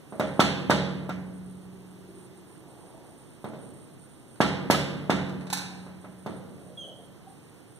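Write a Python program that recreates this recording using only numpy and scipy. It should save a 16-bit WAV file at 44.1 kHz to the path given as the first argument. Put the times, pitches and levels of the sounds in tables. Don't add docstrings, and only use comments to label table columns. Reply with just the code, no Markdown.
import sys
import numpy as np
from scipy import signal
from scipy.fft import rfft, irfft
from scipy.io import wavfile
from scipy.ndimage import uniform_filter1d

SR = 44100
rng = np.random.default_rng(int(sys.argv[2]) if len(sys.argv) > 2 else 0)


def inscribe(sig):
    pcm = np.round(np.clip(np.atleast_2d(sig).T, -1, 1) * 32767)
    wavfile.write(sys.argv[1], SR, pcm.astype(np.int16))


N = 343520
TIME = np.arange(N) / SR
TAIL = TIME[:2 * SR]

# start in seconds, force in dB, contact brightness in Hz, hollow knock in dB,
# chatter in dB, chatter brightness in Hz, bending in dB, tick of the bill tip in dB.
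PANE_BLOWS = [(0.124, -12.5, 830, 5, -30, 5000, -2.5, -20), (0.1972, -4, 2400, 9, -2.5, 7950, 2.5, 15.5),
              (0.3944, 1.5, 4530, -0.5, 8.5, 8300, -1.5, 7), (0.698, 0.5, 3700, 3.5, 6.5, 7700, 1.5, 15),
              (1.093, -15, 4960, 1, -11, 10000, -1, 9), (3.443, -9.5, 960, -3, -11, 6170, -16, 1),
              (3.4978, -27, 900, 0, -25, 5000, -14, -25), (3.535, -18, 880, 6.5, -6, 5000, -22, -22),
              (3.631, -26, 690, 1, -28, 5040, -2, -12), (4.4044, 1.5, 3480, -3, 4, 7200, -0.5, 10),
              (4.7004, .5, 4460, 1, 8, 22000, -1, 3), (5.0969, -0.5, 3220, -7.5, 1, 9000, 2.5, -4),
              (5.866, -26.5, 2200, 6, -16, 5000, -4, -24), (6.044, -24.5, 2200, 5, -20, 4987, 3.5, -27),
              (6.262, -7.5, 980, -6, -10.5, 9000, -2, 3.5)]
# start in seconds, level in dB.
FRAME_SLAPS = [(0.209, -10.5), (.4025, -1), (.41, 0), (0.441, -11.5), (0.7113, -0.5), (0.721, -7.5),
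               (1.098, -16.5), (1.106, -20), (4.413, -21), (4.4214, -4), (4.444, -8.5), (4.71, -10),
               (4.7416, -5.5), (5.11, -15), (5.117, -15), (6.046, -34)]
# frequency in Hz, level in dB, t60 in seconds.
PANE_MODES = [(79.1, -36.5, 0.89), (111.3, -34.5, 0.56), (145.3, -28, 1.36), (184.6, -31.5, 3.53),
              (189, -43, 1.6), (204.6, -28.5, 0.76), (233.5, -29, 0.2), (275, -32, 1.28),
              (281.4, -34.5, 2.2), (355.5, -37.5, 1.2), (462, -39.5, 1.27), (561, -35, 0.8),
              (620, -30.5, 0.37), (636, -27, 0.28), (827, -37.5, 0.79), (919, -30, 0.14), (979, -32, 0.25),
              (1340, -35, 0.063), (1650, -28, 0.074), (1870, -41, 0.034)]
# frequency in Hz, level in dB, t60 in seconds.
FRAME_MODES = [(748, -25, 0.092), (1153, -20.5, 0.065), (1364, -14, 0.067), (1697, -26, 0.068),
               (1900, -28, 0.02), (2200, -38, 0.017), (3730, -23, 0.023)]
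# frequency in Hz, gain in dB.
GLASS_COLOUR = [(62, -16), (85, -7), (150, 2), (290, 2), (430, 0.5), (650, -1), (1100, -4), (1400, -4),
                (2200, -3), (3700, -13), (5000, -13.5), (9000, -17.5), (15000, -46)]
PANE_DETUNE, FRAME_DETUNE = 0.0126, 0.039
FIRM_HZ, THUMP_DB_PER_OCTAVE, BEND_DB_PER_OCTAVE = 4640, 4.5, 6
LEAD_S = 0.005


def pane(thump_db=-5.5, glass_db=-27, ring_db=-0.5, knock_db=-2.5, clink_db=0, slap_db=-1,
         tick_db=-32, tip_db=-20, lowest_hz=74):
    push, force, bend, rings, tips = np.zeros((5, N))
    slow = [mode for mode in PANE_MODES if mode[0] < 400]
    hollow = [mode for mode in PANE_MODES if 400 <= mode[0] < 700]
    quick = [mode for mode in PANE_MODES if 700 <= mode[0]]

    for s, db, bright_hz, hollow_db, _, _, bend_db, point_db in PANE_BLOWS:
        contact = undb(db) * touch(bright_hz)
        firmness = np.log2(bright_hz / FIRM_HZ)
        add(push, s - LEAD_S, undb(db + THUMP_DB_PER_OCTAVE * firmness) * thump())
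        add(force, s, contact)
        add(bend, s, undb(bend_db + BEND_DB_PER_OCTAVE * firmness) * contact)
        knock = strike(contact, hollow, PANE_DETUNE, build_s=0.0025)
        add(rings, s, undb(knock_db + hollow_db) * knock)
        clink = strike(contact, quick, PANE_DETUNE, build_s=0.00067)
        add(rings, s, undb(clink_db) * clink)
        tip = strike(touch(8000), FRAME_MODES[-1:], PANE_DETUNE, build_s=0.001)
        add(rings, s, undb(tip_db + point_db) * tip)
        add(tips, s, undb(point_db) * contacts(0.0034))

    for s, db in FRAME_SLAPS:
        slap = strike(touch(9000), FRAME_MODES, FRAME_DETUNE, build_s=0.0014)
        add(rings, s, undb(slap_db + db) * slap)

    hum = undb(ring_db) * through(bend, ring(slow, build_s=0.0096))
    glass = through(force, reverberant(GLASS_COLOUR, early_db=3, early_s=0.028, build_s=0.0018))
    ticks = highpass(undb(tick_db) * tips, 4500)
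    sound = hum + rings + undb(glass_db) * glass + chatter() + ticks
    blow = undb(thump_db) * shape(push, lambda f: f ** 4 / (f ** 4 + lowest_hz ** 4))
    radiation = signal.cheby1(5, .5, lowest_hz, "high", fs=SR, output="sos")
    return blow + signal.sosfilt(radiation, sound)


def thump(width_s=0.00027, rebound_s=0.0029, rebound=0.79, rebound_width_s=0.00045,
          sag=0.23, sag_width_s=0.0022, lean=-0.039):
    t = TAIL[:SR // 20] - LEAD_S
    u = (t - width_s) / width_s
    bell = lambda width: np.exp(-((t - rebound_s) / width) ** 2 / 2)
    first = (lean - u) * np.exp((1 - u ** 2) / 2)
    returning = (rebound + sag) * bell(rebound_width_s)
    sagging = sag * bell(sag_width_s) * (t > 0)
    return first + returning - sagging


# frequency in Hz, gain in dB.
CHATTER_COLOUR = [(400, -22), (1200, -4.5), (2000, -4), (2600, 1), (3700, 3.5), (4600, -1), (6300, -6.5),
                  (9000, -7), (12500, -15), (15000, -19)]
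SWING_BACK_S = .006


def chatter(room_db=-35, chatter_s=.0055, spit_db=-13, count=4):
    out = 0
    for _ in range(count):
        rattle = np.zeros(N)
        for s, db, _, _, loose_db, loose_hz, _, _ in PANE_BLOWS:
            run = signal.fftconvolve(contacts(chatter_s), touch(loose_hz))
            add(rattle, s + SWING_BACK_S * undb(db), undb(db + loose_db) * run)
        response = reverberant(CHATTER_COLOUR, early_db=3.5, early_s=0.0045, build_s=0.00015)
        spit = highpass(rattle, 4500)
        out = out + undb(room_db) * through(rattle, response) + undb(spit_db) * spit
    return out / np.sqrt(count)


# start in seconds, level in dB, length in seconds,
# contact brightness in Hz.
BILL_CLACKS = [(4.356, -18, 0.0016, 1900), (5.292, -17.5, 0.0031, 4500), (5.408, -10, 0.02, 1800),
               (5.468, -12, .012, 3000), (5.5, -6, 0.017, 5460), (5.5271, 0, 0.0018, 11000),
               (5.531, 0, .003, 12000), (5.57, -7.5, .005, 9000), (5.582, -10, .005, 9000)]
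# frequency in Hz, gain in dB.
BILL_COLOUR = [(50, -38), (300, -6), (600, -10), (860, 5.5), (1150, -7), (1650, 1), (2000, -7), (2450, 3.5),
               (3200, -8), (3900, 5), (4500, 0), (6500, -1.5), (9000, -1), (12500, -6.5), (14600, -11)]
# frequency in Hz, level in dB, t60 in seconds.
HOLLOW_BILL_MODES = [(835, -16, 0.7), (871, 12.5, 0.044), (1425, -4, .3), (1732, -6, 0.18),
                     (3892, -7, 0.055), (4100, -17, 0.3), (6500, -21, .3)]
SHARP_HZ = 11000


def bill(clack_db=-33, ring_db=-1, skid_db=18):
    clicks, sharp, skids = np.zeros((3, N))
    for s, db, length_s, bright_hz in BILL_CLACKS:
        contact = undb(db) * touch(bright_hz)
        add(clicks, s, contact)
        add(sharp, s, contact * min(bright_hz / SHARP_HZ, 1))
        add(skids, s, signal.fftconvolve(contacts(length_s), contact))
    crack = through(clicks, reverberant(BILL_COLOUR, early_db=11.0, early_s=0.0057, build_s=0.0015))
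    grains = highpass(skids, 1400)
    hollow = through(sharp, ring(HOLLOW_BILL_MODES, build_s=0.00076))
    return undb(clack_db) * (crack + undb(skid_db) * grains + undb(ring_db) * hollow)


# start in seconds, length in seconds, level in dB.
CRICKET_CHIRPS = [(0.093, 0.073, 0.5), (.18, 0.14, 2), (0.336, .2, 2), (.62, 0.21, -8), (1.03, .04, -12),
                  (1.25, .055, -5), (1.332, 0.061, -1), (1.424, .16, -1.5), (1.61, 0.054, -2),
                  (1.715, 0.039, -4), (1.785, 0.053, -6.5), (1.875, 0.059, -5), (1.98, 0.037, -3),
                  (2.083, 0.051, -4), (2.15, 0.12, 2), (2.358, .05, 0), (2.475, 0.14, .5),
                  (2.68, 0.11, -0.5), (2.79, 0.12, 0), (2.94, 0.051, -2.5), (3.05, 0.095, 0.5),
                  (3.174, .06, 2.5), (3.248, .12, -1), (3.42, .09, 0), (3.597, 0.12, 3.5),
                  (3.73, 0.16, 2.5), (3.907, 0.048, -.5), (3.99, 0.078, 3.5), (4.09, .16, -1.5),
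                  (4.283, 0.26, 0.5), (4.798, 0.24, -8), (5.17, 0.18, -7), (5.401, 0.49, -3),
                  (6.005, .06, 2), (6.098, .04, -4), (6.177, .07, -1), (6.27, 0.13, -0.5),
                  (6.513, 0.098, -3), (6.61, 0.11, -1), (6.748, 0.15, -1.5), (6.95, 0.13, -1.5),
                  (7.271, 0.12, -1), (7.41, 0.11, -2.5), (7.544, .1, -4), (7.68, .05, -1), (7.742, .06, 1)]
BETWEEN_DB = -8.5


def cricket(level_db=-62.0, wing_hz=8980, width_hz=140, stroke_hz=237, stroke_decay=0.29, pan_db=-1):
    chirps = sum(undb(db) * ((TIME > s) & (TIME < s + length_s)) for s, length_s, db in CRICKET_CHIRPS)
    gate = uniform_filter1d(np.maximum(chirps, undb(BETWEEN_DB)), SR // 50)
    phase = np.cumsum(stroke_hz * (1 + 0.015 * walk(20))) / SR % 1
    strokes = np.exp(-phase / stroke_decay) * rng.standard_normal(N)

    def wing(f):
        skirt = np.exp(-((f - wing_hz) / 2200) ** 2)
        return skirt / (1 + 1j * (f - wing_hz) / width_hz)

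    buzz = unit(shape(strokes, wing))
    flicker_db = .8 * walk(25)
    side_db = np.array([[pan_db], [-pan_db]]) / 2
    return buzz * gate * undb(level_db + flicker_db + side_db)


CALL_S, CALL_LENGTH_S, CALL_ATTACK_S, CALL_RELEASE_S = 6.771, 0.091, 0.0082, 0.0079
CALL_HZ, CALL_SAG_HZ_PER_S = 3360, 3900
CALL_DB, CALL_FADE_DB_PER_S = -36.5, 95


def small_bird(octave_db=-17, direct_db=0, room_db=-1.0):
    age = np.clip(TIME - CALL_S, 0, CALL_LENGTH_S)
    pitch_hz = (CALL_HZ - CALL_SAG_HZ_PER_S * age) * (1 + 0.0028 * walk(250))
    phase = 2 * np.pi * np.cumsum(pitch_hz) / SR
    attack = np.minimum(age / CALL_ATTACK_S, 1)
    release = np.minimum((CALL_LENGTH_S - age) / CALL_RELEASE_S, 1)
    octave = undb(octave_db) * np.sin(np.pi * age / CALL_LENGTH_S) ** 2
    tone = np.sin(phase) + octave * np.sin(2 * phase)
    call = attack * release * undb(CALL_DB - CALL_FADE_DB_PER_S * age) * tone
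    echo = reverberant([(100, 0.0061), (15000, 0)], early_db=9, early_s=0.05, build_s=0.025)
    echo = echo / np.sqrt(np.sum(echo[0] ** 2))
    return undb(direct_db) * call + undb(room_db) * through(call, echo)


# frequency in Hz, gain in dB.
GARDEN_COLOUR = [(25, -23), (55, -21), (85, -12.5), (130, -1), (190, -7), (300, -3.5), (600, -14),
                 (1000, -17.5), (1700, -23.5), (2700, -24.5), (4500, -30.5), (7000, -33.5), (11000, -33),
                 (15000, -41.5)]
# loudest moment in seconds, half-length in seconds,
# pitch there in Hz, glide in Hz per second, width in Hz, level in dB.
DRONE_SWELLS = [(2.202, 0.66, 358.5, -39.5, 55, -52), (2.906, 0.32, 653.6, 4.5, 440, -53),
                (6.801, 0.31, 556, 89.5, 191, -50), (7.284, 0.069, 770, 284, 40, -50.5)]


def garden(hush_db=-51):
    out = noise(GARDEN_COLOUR, N) * undb(hush_db + .5 * walk(2.83))
    grain, flutter = rng.standard_normal(N), undb(1.2 * walk(34))
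    for s, half_s, hz, glide_hz_per_s, width_hz, db in DRONE_SWELLS:
        t = TIME - s
        blur = unit(shape(grain, lambda f: np.exp(-(f / width_hz) ** 2)))
        swell = undb(db) * np.exp(-(t / half_s) ** 2)
        tone = np.sin(2 * np.pi * (hz + glide_hz_per_s * t / 2) * t)
        out = out + swell * flutter * blur * tone
    return out


def touch(bright_hz):
    u = 2 * np.pi * bright_hz * TAIL[:SR // 100]
    return u * np.exp(-u) / np.sum(u * np.exp(-u))


def contacts(length_s, count=60):
    when, size = rng.exponential(length_s, count), rng.standard_normal(count)
    run = np.zeros(len(TAIL))
    np.add.at(run, (when * SR).astype(int) % len(run), size * np.exp(-when / length_s / 2))
    return run / np.sqrt(np.sum(run ** 2))


def ring(modes, build_s, size=3 * SR):
    t = TIME[None, :size]
    tones = sum(undb(db) * np.sin(2 * np.pi * hz * t) * np.exp(-np.log(1000) * t / t60)
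                for hz, db, t60 in modes)
    return (1 - np.exp(-t / build_s)) * tones


MODE_SCATTER_DB = 4


def strike(contact, modes, detune, build_s):
    chance = rng.standard_normal((len(modes), 2))
    mix = [(hz * (1 + detune * a), db + MODE_SCATTER_DB * b, t60)
           for (hz, db, t60), (a, b) in zip(modes, chance)]
    return signal.fftconvolve(ring(mix, build_s, size=SR)[0], contact)


# frequency in Hz, t60 in seconds.
ROOM_DECAY = [(80, 5.1), (200, 2.57), (450, 1.68), (1100, 1.145), (3500, 0.73), (7000, 0.55), (15000, 0.26)]


def reverberant(colour, early_db, early_s, build_s):
    hiss, out = noise(colour, len(TAIL)), 0
    for k, (_, t60) in enumerate(ROOM_DECAY):
        share = [(hz, float(j == k)) for j, (hz, _) in enumerate(ROOM_DECAY)]
        out = out + shape(hiss, lambda f: along(share, f)) * np.exp(-np.log(1000) * TAIL / t60)
    early = undb(early_db) * hiss * np.exp(-TAIL / early_s)
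    return (out + early) * (1 - np.exp(-(TAIL / build_s) ** 2))


# frequency in Hz, correlation as a fraction of one.
CHANNEL_LIKENESS = [(50, 0.031), (130, 0.0082), (380, 0.087), (700, 0.6), (1200, 0.98), (4900, 0.97),
                    (6500, 0.82), (9000, 0.042), (13000, 0.065)]
COMB_HZ = 2450


def noise(colour, size):
    mid, side = rng.standard_normal((2, size))

    def alike(f):
        swing = -np.cos(2 * np.pi * np.clip(f / COMB_HZ, .5, 2.5))
        return np.clip(along(CHANNEL_LIKENESS, f), -1, 1) * swing

    common = shape(mid, lambda f: np.sqrt(1 + alike(f)))
    opposed = shape(side, lambda f: np.sqrt(1 - alike(f)))
    pair = common + np.array([[1], [-1]]) * opposed
    return unit(shape(pair, lambda f: undb(along(colour, f))))


def walk(rate):
    k = int(SR / rate)
    steps = np.repeat(rng.standard_normal(N // k + 1), k)
    return unit(uniform_filter1d(uniform_filter1d(steps, k), k)[:N])


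def through(x, response):
    return signal.fftconvolve(x[None], response, axes=1)[:, :N]


def add(out, s, sound):
    i = max(int(s * SR), 0)
    out[..., i:i + sound.shape[-1]] += sound[..., :N - i]


def highpass(x, hz):
    return signal.sosfilt(signal.butter(2, hz, "high", fs=SR, output="sos"), x)


def shape(x, gain):
    size = x.shape[-1]
    return irfft(rfft(x) * gain(np.arange(size // 2 + 1) * SR / size), size)


def along(points, hz):
    f, value = np.transpose(points)
    return np.interp(np.log(hz + 1), np.log(f), value)


def unit(x):
    return x / np.sqrt(np.mean(x ** 2))


def undb(db):
    return 10 ** (np.asarray(db) / 20)


def scene():
    return pane() + bill() + cricket() + small_bird() + garden()


TOP_HZ = 15400


def record(dry, lag_s=0.00042, split_hz=6125):
    # frequency in Hz, left minus right in dB.
    balance_db = [(450, -2.0), (1200, -2.0), (4400, -1.7), (8500, -5.0), (15000, -8.0)]
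    delay = lambda f: np.exp(-2j * np.pi * np.maximum(f - split_hz, 0) * lag_s)
    left = shape(dry[0], lambda f: undb(along(balance_db, f) / 2) * delay(f))
    right = shape(dry[1], lambda f: undb(-along(balance_db, f) / 2))
    top_cut = signal.ellip(8, .2, 70, TOP_HZ, fs=SR, output="sos")
    return signal.sosfilt(top_cut, np.array([left, right]))


dry = scene()
out = record(dry)
inscribe(out)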